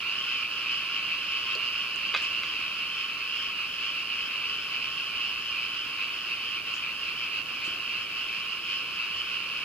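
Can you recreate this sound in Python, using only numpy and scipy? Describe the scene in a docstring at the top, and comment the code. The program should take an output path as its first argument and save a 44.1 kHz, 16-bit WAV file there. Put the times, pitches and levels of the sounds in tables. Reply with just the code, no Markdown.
"""From the start, many small frogs call across a yard at night, mostly from the right, over far traffic
and microphone hiss. Each call is a quick run of pulses ringing in a frog's throat and vocal sac.
At 1.5 s leaves crack underfoot nearby, and from 2.1 to 2.4 s wood knocks among more cracks.
Faint rustles follow at 6.7 and 7.6 s, and the frogs keep calling to the end."""
import sys
import numpy as np
from scipy import signal
from scipy.fft import rfft, irfft, next_fast_len
from scipy.io import wavfile
from scipy.ndimage import uniform_filter1d

SR = 44100
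rng = np.random.default_rng(int(sys.argv[2]) if len(sys.argv) > 2 else 0)


def dump(signal):
    """Clip the signal to [-1, 1] and save it as 16-bit WAV at the path in sys.argv[1]."""
    limited = np.clip(np.atleast_2d(signal).T, -1, 1)
    pcm = np.round(limited * 32767).astype(np.int16)
    wavfile.write(sys.argv[1], SR, pcm)


N = 425124


def gain_of(db):
    """Turns decibels into a number to multiply by."""
    return 10 ** (np.asarray(db) / 20)


def unit_level(x):
    """Scales a sound to an average power of 1."""
    return x / np.sqrt(np.mean(x ** 2) + 1e-20)


def look_up(table, hz, column=1):
    """Reads a table's column at any frequency, sliding between rows."""
    table = np.array(table)
    return np.interp(np.log(hz + 1), np.log(table[:, 0] + 1), table[:, column])


def shaped_noise(table):
    """Steady noise with the table's balance of low and high sound."""
    gains = gain_of(look_up(table, np.fft.rfftfreq(N, 1 / SR)))
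    return unit_level(irfft(rfft(rng.standard_normal(N)) * gains, N))


# How the two microphones compare: frequency_hz, likeness (0 to 1), left_lead_radians, left_over_right_db
MICROPHONES = [(30, .5, -0.5, -2), (100, 0.2, 0.5, -1.5), (354, 0.65, 0., -1.5), (840, 0.69, 0.5, -2.),
               (1157, 0.98, 0., -2.5), (1670, 0.67, -0.5, -3.5), (2240, 0.9, 0.5, -1.5),
               (2800, 0.68, 0.47, -2), (2820, 0.43, 1.27, -4.5), (2920, 0.95, 1.5, -0.5),
               (4420, 0, -0.6, -2.), (4564, 1, 4.5, -6), (6550, 0.09, 2.5, -4)]
def stereo(shared, apart):
    """Both microphones hear the shared sound; the right one also hears an unrelated part."""
    hz = np.fft.rfftfreq(N, 1 / SR)
    likeness = np.clip(look_up(MICROPHONES, hz), 0, 1)
    lag = np.exp(-1j * look_up(MICROPHONES, hz, column=2))
    tilt = gain_of(look_up(MICROPHONES, hz, column=3) / 2)
    left = rfft(shared)
    right = likeness * left * lag + np.sqrt(1 - likeness ** 2) * rfft(apart)
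    return irfft(np.array([left * tilt, right / tilt]), N)


# The tone of traffic and air: frequency_hz, relative_level_db
TRAFFIC_TONE = [(12, -40.), (22, -17), (45, -1.5), (60, -2), (100, -0.5), (210, -0.5), (350, -0.5),
                (480, -3.5), (680, -6), (950, -7.5), (2000, -16), (5000, -15.5), (7000, -19.5), (9000, -29)]
# Their slow rise and fall: time_s, level_db
TRAFFIC_SWELL = [(0, -51.5), (1.7, -51), (2.3, -49.5), (3.1, -52.5), (5.2, -50), (6, -51.5), (7, -51.5),
                 (7.68, -50), (8.6, -52), (9.64, -50.5)]
def far_traffic():
    """Far traffic and air blend into a low wash that swells slowly."""
    level_db = np.interp(np.arange(N) / SR, *np.transpose(TRAFFIC_SWELL))
    return gain_of(level_db) * stereo(shaped_noise(TRAFFIC_TONE), shaped_noise(TRAFFIC_TONE))


# Cracks and rustles: start_s, level_db, low_hz, high_hz, rise_s, fade_s (to fall 60 dB), left_over_right_db
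LEAF_CRACKS = [(1.548, -30, 4000., 4900., .0006, 0.057, -4), (1.550, -40, 5400., 7800., .0005, .02, 2.),
               (1.551, -39.5, 373, 635, .003, 0.15, -1), (1.958, -39.5, 5500., 8950, .0006, 0.018, -10),
               (2.142, -40, 3000., 7500., .003, 0.064, -3), (2.162, -27, 1480, 4760, 0.004, 0.17, -5),
               (2.215, -41, 4000., 8500, 0.014, 0.13, -9), (2.424, -43, 3470, 6460, .012, 0.13, -3.),
               (6.735, -45, 4240, 7500., 0.0087, 0.21, -8), (7.641, -45.5, 4200., 8400, 0.012, 0.2, -9),
               (7.666, -39, 152, 400., 0.0034, 0.14, -1)]
def leaves():
    """Leaves crack underfoot, each in a burst of grainy noise."""
    out, t = np.zeros((2, N)), np.arange(SR // 4) / SR
    for start_s, level_db, low_hz, high_hz, rise_s, fade_s, pan_db in LEAF_CRACKS:
        clumps = unit_level(uniform_filter1d(rng.standard_normal(len(t)), size=40))
        grain = rng.standard_normal((3, len(t))) * gain_of(2.5 * clumps)
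        grain = grain[0] + .5 * grain[1:]  # one shared part, plus one for each side
        band = signal.butter(4, [low_hz, high_hz], "bandpass", fs=SR, output="sos")
        loudness = (1 - np.exp(-t / rise_s)) * gain_of(level_db - 60 * t / fade_s)
        burst = unit_level(signal.sosfilt(band, grain)) * loudness
        out[:, round(start_s * SR):][:, :len(t)] += burst * gain_of([[pan_db / 2], [-pan_db / 2]])
    return out


# Blows on a piece of wood: start_s, level_db
WOOD_BLOWS = [(2.1413, -17.5), (2.1478, -16), (2.153, -25), (2.161, -21), (2.434, -25), (2.443, -28)]
# The notes it rings with: pitch_hz, fade_s (to fall 60 dB), relative_level_db
WOOD_NOTES = [(528, 0.034, -14), (1250, 0.024, -3), (1530, 0.021, 0), (2100, 0.044, -4.5), (2540, 0.047, 0),
              (3390, .025, -2.5), (3900, 0.024, -4.5), (4680, 0.035, -6.5)]
def wood_knocks():
    """Each blow sets the same short notes ringing in the wood, in a slightly different mix."""
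    out, t = np.zeros(N), np.arange(SR // 8) / SR
    pitch_hz, fade_s, note_db = np.transpose(WOOD_NOTES)[..., None]
    rise = 1 - np.exp(-t / 0.0002)
    for start_s, level_db in WOOD_BLOWS:
        mix, flip = rng.standard_normal((len(WOOD_NOTES), 2)).T[..., None]
        fades = gain_of(note_db + 2 * mix - 60 * t / fade_s)
        ring = (fades * np.sign(flip) * np.sin(2 * np.pi * pitch_hz * t)).sum(0)
        out[round(start_s * SR):][:len(t)] += gain_of(level_db) * ring * rise / np.sqrt(len(pitch_hz) / 2)
    return out * gain_of([[-.6], [.6]])  # a little to the right


def echoes(fade_s, direct, length):
    """The spectrum of the direct sound plus a dying tail of echoes from trunks, walls and ground."""
    t = np.arange(SR // 8) / SR
    tail = rng.standard_normal(len(t)) * gain_of(-60 * t / fade_s)
    tail = np.sqrt(1 - direct ** 2) * tail / np.linalg.norm(tail)
    tail[0] = direct
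    return rfft(tail, length)


# How the vocal sac, throat and higher overtones ring: pitch_ratio, width_hz, relative_level_db
SAC_RINGS = [(1.0, 254, -0.5), (0.776, 377, -15.5)]
THROAT_RINGS = [(.405, 77.6, -0.3), (.45, 103, -0.18), (.53, 166, -0.64), (.63, 243, -1.9)]
OVERTONE_RINGS = [(1.49, 335, 0), (1.7, 424, 2), (2.2, 910, -11.5)]
def pulse(rings, pitch_hz):
    """One pulse rings briefly in a frog; wider rings die sooner."""
    t = np.arange(1024) / SR
    out = 0
    for ratio, width_hz, level_db in rings:
        age = 1.8 * np.pi * width_hz * t
        shape = age ** 2 * np.exp(-age)  # a soft start avoids a click
        tone = np.sin(2 * np.pi * ratio * pitch_hz * t)
        out = out + gain_of(level_db) * shape / np.linalg.norm(shape) * tone
    return out / np.linalg.norm(out)


# The loudness of the far frogs together: time_s, level_db
CROWD_LEVEL = [(0, -32), (1.5, -32), (3, -33), (4.5, -33), (5.5, -33.5), (6.7, -33.5), (8.2, -33.5),
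               (9.3, -33.5), (9.64, -32.5)]
# Their short lulls: middle_s, change_db
CROWD_LULLS = [(.48, -2), (3.7, -2), (4.05, -2), (6.63, -3), (6.96, -2), (7.17, 0), (7.43, -5.5),
               (8.06, -2.5), (8.61, -2), (8.83, -1.5)]
def crowd_gain(t, lull_s=0.026):
    """The far crowd slowly gets a little quieter, with brief dips."""
    dips_db = sum(db * np.exp(-((t - middle_s) / lull_s) ** 2) for middle_s, db in CROWD_LULLS)
    return gain_of(np.interp(t, *np.transpose(CROWD_LEVEL)) + dips_db)


FROG_HZ, PULSES_PER_S, CALLS_PER_S, CALL_S = 2778, 118, 2.3, .13  # a typical frog
FAR_FROGS, TICKS_PER_S = 64, 200
# Near calls that stand out: middle_s, pitch_hz, level_db
NEAR_CALLS = [(0.09, 2794, -33.3), (0.185, 2950, -34), (0.309, 2625, -33), (0.32, 2970, -37.5),
              (0.379, 2450, -37), (0.418, 2930, -34.5), (0.548, 2890, -38.5), (0.694, 2550, -32),
              (0.7, 3040, -39), (0.748, 2925, -34), (0.782, 2650, -38), (0.854, 2730, -39),
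              (0.943, 2940, -34.5), (1.002, 2450, -35.9), (1.122, 2640, -32), (1.331, 2970, -34.5),
              (1.367, 2616, -33.5), (1.492, 3100, -37), (1.507, 2610, -31.5), (1.655, 2814, -31.8),
              (1.781, 2780, -34), (2.058, 2740, -33.3), (2.234, 2585, -32.5), (2.246, 2940, -35),
              (2.304, 2770, -37.5), (2.365, 2786, -34), (2.464, 2750, -36.5), (2.544, 2725, -33.5),
              (2.629, 2620, -33.5), (2.828, 2710, -35.5), (2.997, 2590, -33.5), (3.023, 3075, -42),
              (3.218, 2516, -37), (3.338, 2790, -35.6), (3.386, 2535, -38), (3.442, 2950, -34.5),
              (3.603, 2695, -36.5), (3.836, 2650, -34.5), (3.856, 2975, -33.5), (3.986, 2664, -35.5),
              (4.135, 2816, -34), (4.196, 2590, -35), (4.346, 2670, -34.5), (4.446, 2640, -36.5),
              (4.505, 2934, -34.5), (4.719, 2955, -36.5), (4.744, 2650, -34.6), (4.845, 2940, -34),
              (4.99, 2750, -35.5), (5.183, 2975, -35), (5.242, 2750, -32.5), (5.313, 2876, -36),
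              (5.498, 2915, -35), (5.566, 2494, -37), (5.622, 2905, -32.8), (5.657, 2650, -39),
              (5.768, 2820, -37), (6.011, 2610, -31.5), (6.156, 3000, -39), (6.311, 2620, -33),
              (6.445, 3030, -38), (6.54, 2625, -36), (6.693, 2700, -34.5), (6.87, 2566, -34),
              (7.074, 2596, -35), (7.234, 2520, -36), (7.372, 2687, -32), (7.647, 2610, -33.5),
              (7.921, 2725, -35), (7.976, 2630, -35.5), (8.191, 2684, -34), (8.332, 2450, -39),
              (8.381, 2975, -38), (8.521, 2744, -37.5), (8.714, 2600, -34.1), (8.725, 2984, -33.5),
              (8.795, 2816, -36.5), (9.023, 2663, -32), (9.185, 2975, -36), (9.345, 2640, -34)]
def calls(t):
    """Far frogs repeat in their own rhythms, near calls come singly; each swells, slides up and fades."""
    nearness, slowness, head_start = rng.standard_normal((FAR_FROGS, 3)).T[..., None]
    period_s = (1 + .15 * slowness) / CALLS_PER_S
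    middle_s, near_hz, near_db = np.transpose(NEAR_CALLS)[..., None]
    age_s = np.vstack([(t + 10 * head_start) % period_s, t - middle_s + CALL_S / 2])  # far rows first
    progress = np.clip(age_s / CALL_S, 0, 1)
    far_pitch = 1 + .068 * np.sqrt(3) * np.linspace(-1, 1, FAR_FROGS)[:, None]  # big frogs to small
    pitch_ratio = np.vstack([far_pitch, near_hz / FROG_HZ]) + .05 * (progress - .5)
    rate = PULSES_PER_S * (1 + .12 * rng.standard_normal((len(progress), 1)))
    rate = rate * (1 + .05 * progress)  # quickens through the call
    strength = np.sin(np.pi * progress) * gain_of(np.vstack([2.5 * nearness, near_db]))
    strength *= np.sqrt(SR / rate)  # equally loud however fast the pulses come
    crowd_power = (strength[:FAR_FROGS] ** 2 * rate[:FAR_FROGS]).sum(0) / SR
    strength[:FAR_FROGS] *= crowd_gain(t) / np.sqrt(crowd_power)  # the crowd fills its own gaps
    return strength, pitch_ratio, np.cumsum(rate, axis=1) / TICKS_PER_S


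def frogs():
    """Runs of pulses ring in each frog's sac and throat, then echo around the yard."""
    far_mix_db, near_mix_db = (0, -11.5, -13), (0, -16.5, -14.5)  # sac, throat, overtones
    t = np.arange(0, N / SR, 1 / TICKS_PER_S)
    ratios = np.linspace(.84, 1.18, 28)  # pulses of similar pitch share one shape
    runs = np.zeros((3, len(ratios), N))
    for frog, (strength, pitch_ratio, pulses_so_far) in enumerate(zip(*calls(t))):
        pulse_s = np.interp(np.arange(1, pulses_so_far[-1]), pulses_so_far, t)
        wobble_s = .00006 * rng.standard_normal(len(t))[:len(pulse_s)]
        pulse_s = np.clip(pulse_s + wobble_s, 0, t[-1])
        pulse_ratio = np.interp(pulse_s, t, pitch_ratio)
        row = np.round(np.interp(pulse_ratio, ratios, np.arange(len(ratios)))).astype(int)
        mix = gain_of(far_mix_db if frog < FAR_FROGS else near_mix_db)
        runs[:, row, (pulse_s * SR).astype(int)] += np.outer(mix, np.interp(pulse_s, t, strength))
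    shared, apart, length = 0, 0, next_fast_len(N + SR // 4)
    for sac, throat, overtones, ratio in zip(*runs, ratios):
        throat_ratio = ratio ** 0.31  # the throat only partly follows the pitch
        voice = rfft(sac, length) * rfft(pulse(SAC_RINGS, FROG_HZ * ratio), length)
        voice += rfft(throat, length) * rfft(pulse(THROAT_RINGS, FROG_HZ * throat_ratio), length)
        voice += rfft(overtones, length) * rfft(pulse(OVERTONE_RINGS, FROG_HZ * ratio), length)
        shared += voice * echoes(fade_s=0.1, direct=0.838, length=length)
        apart += voice * echoes(fade_s=0.052, direct=0, length=length)
    return stereo(*irfft(np.array([shared, apart]), length)[:, :N])


def scene():
    """Everything that reaches the microphones."""
    return frogs() + leaves() + wood_knocks() + far_traffic()


# The tone of the microphone hiss: frequency_hz, relative_level_db
HISS_TONE = [(4820, -8), (8200, -0.5), (15100, -2), (15700, -2.5)]
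def record(dry):
    """Each microphone adds hiss; a thin slice of the treble and the very highest sounds are cut."""
    hiss_db, notch_hz, notch_width_hz, top_hz = -56.5, 7725, 130, 15800
    hissy = dry + gain_of(hiss_db) * np.array([shaped_noise(HISS_TONE), shaped_noise(HISS_TONE)])
    notch = signal.iirnotch(notch_hz, notch_hz / notch_width_hz, SR)
    notched = signal.lfilter(*notch, signal.lfilter(*notch, hissy))
    top_cut = signal.firwin(1023, top_hz, window=("kaiser", 10), fs=SR)
    return signal.oaconvolve(notched, top_cut[None], "same")


dry = scene()
out = record(dry)
dump(out)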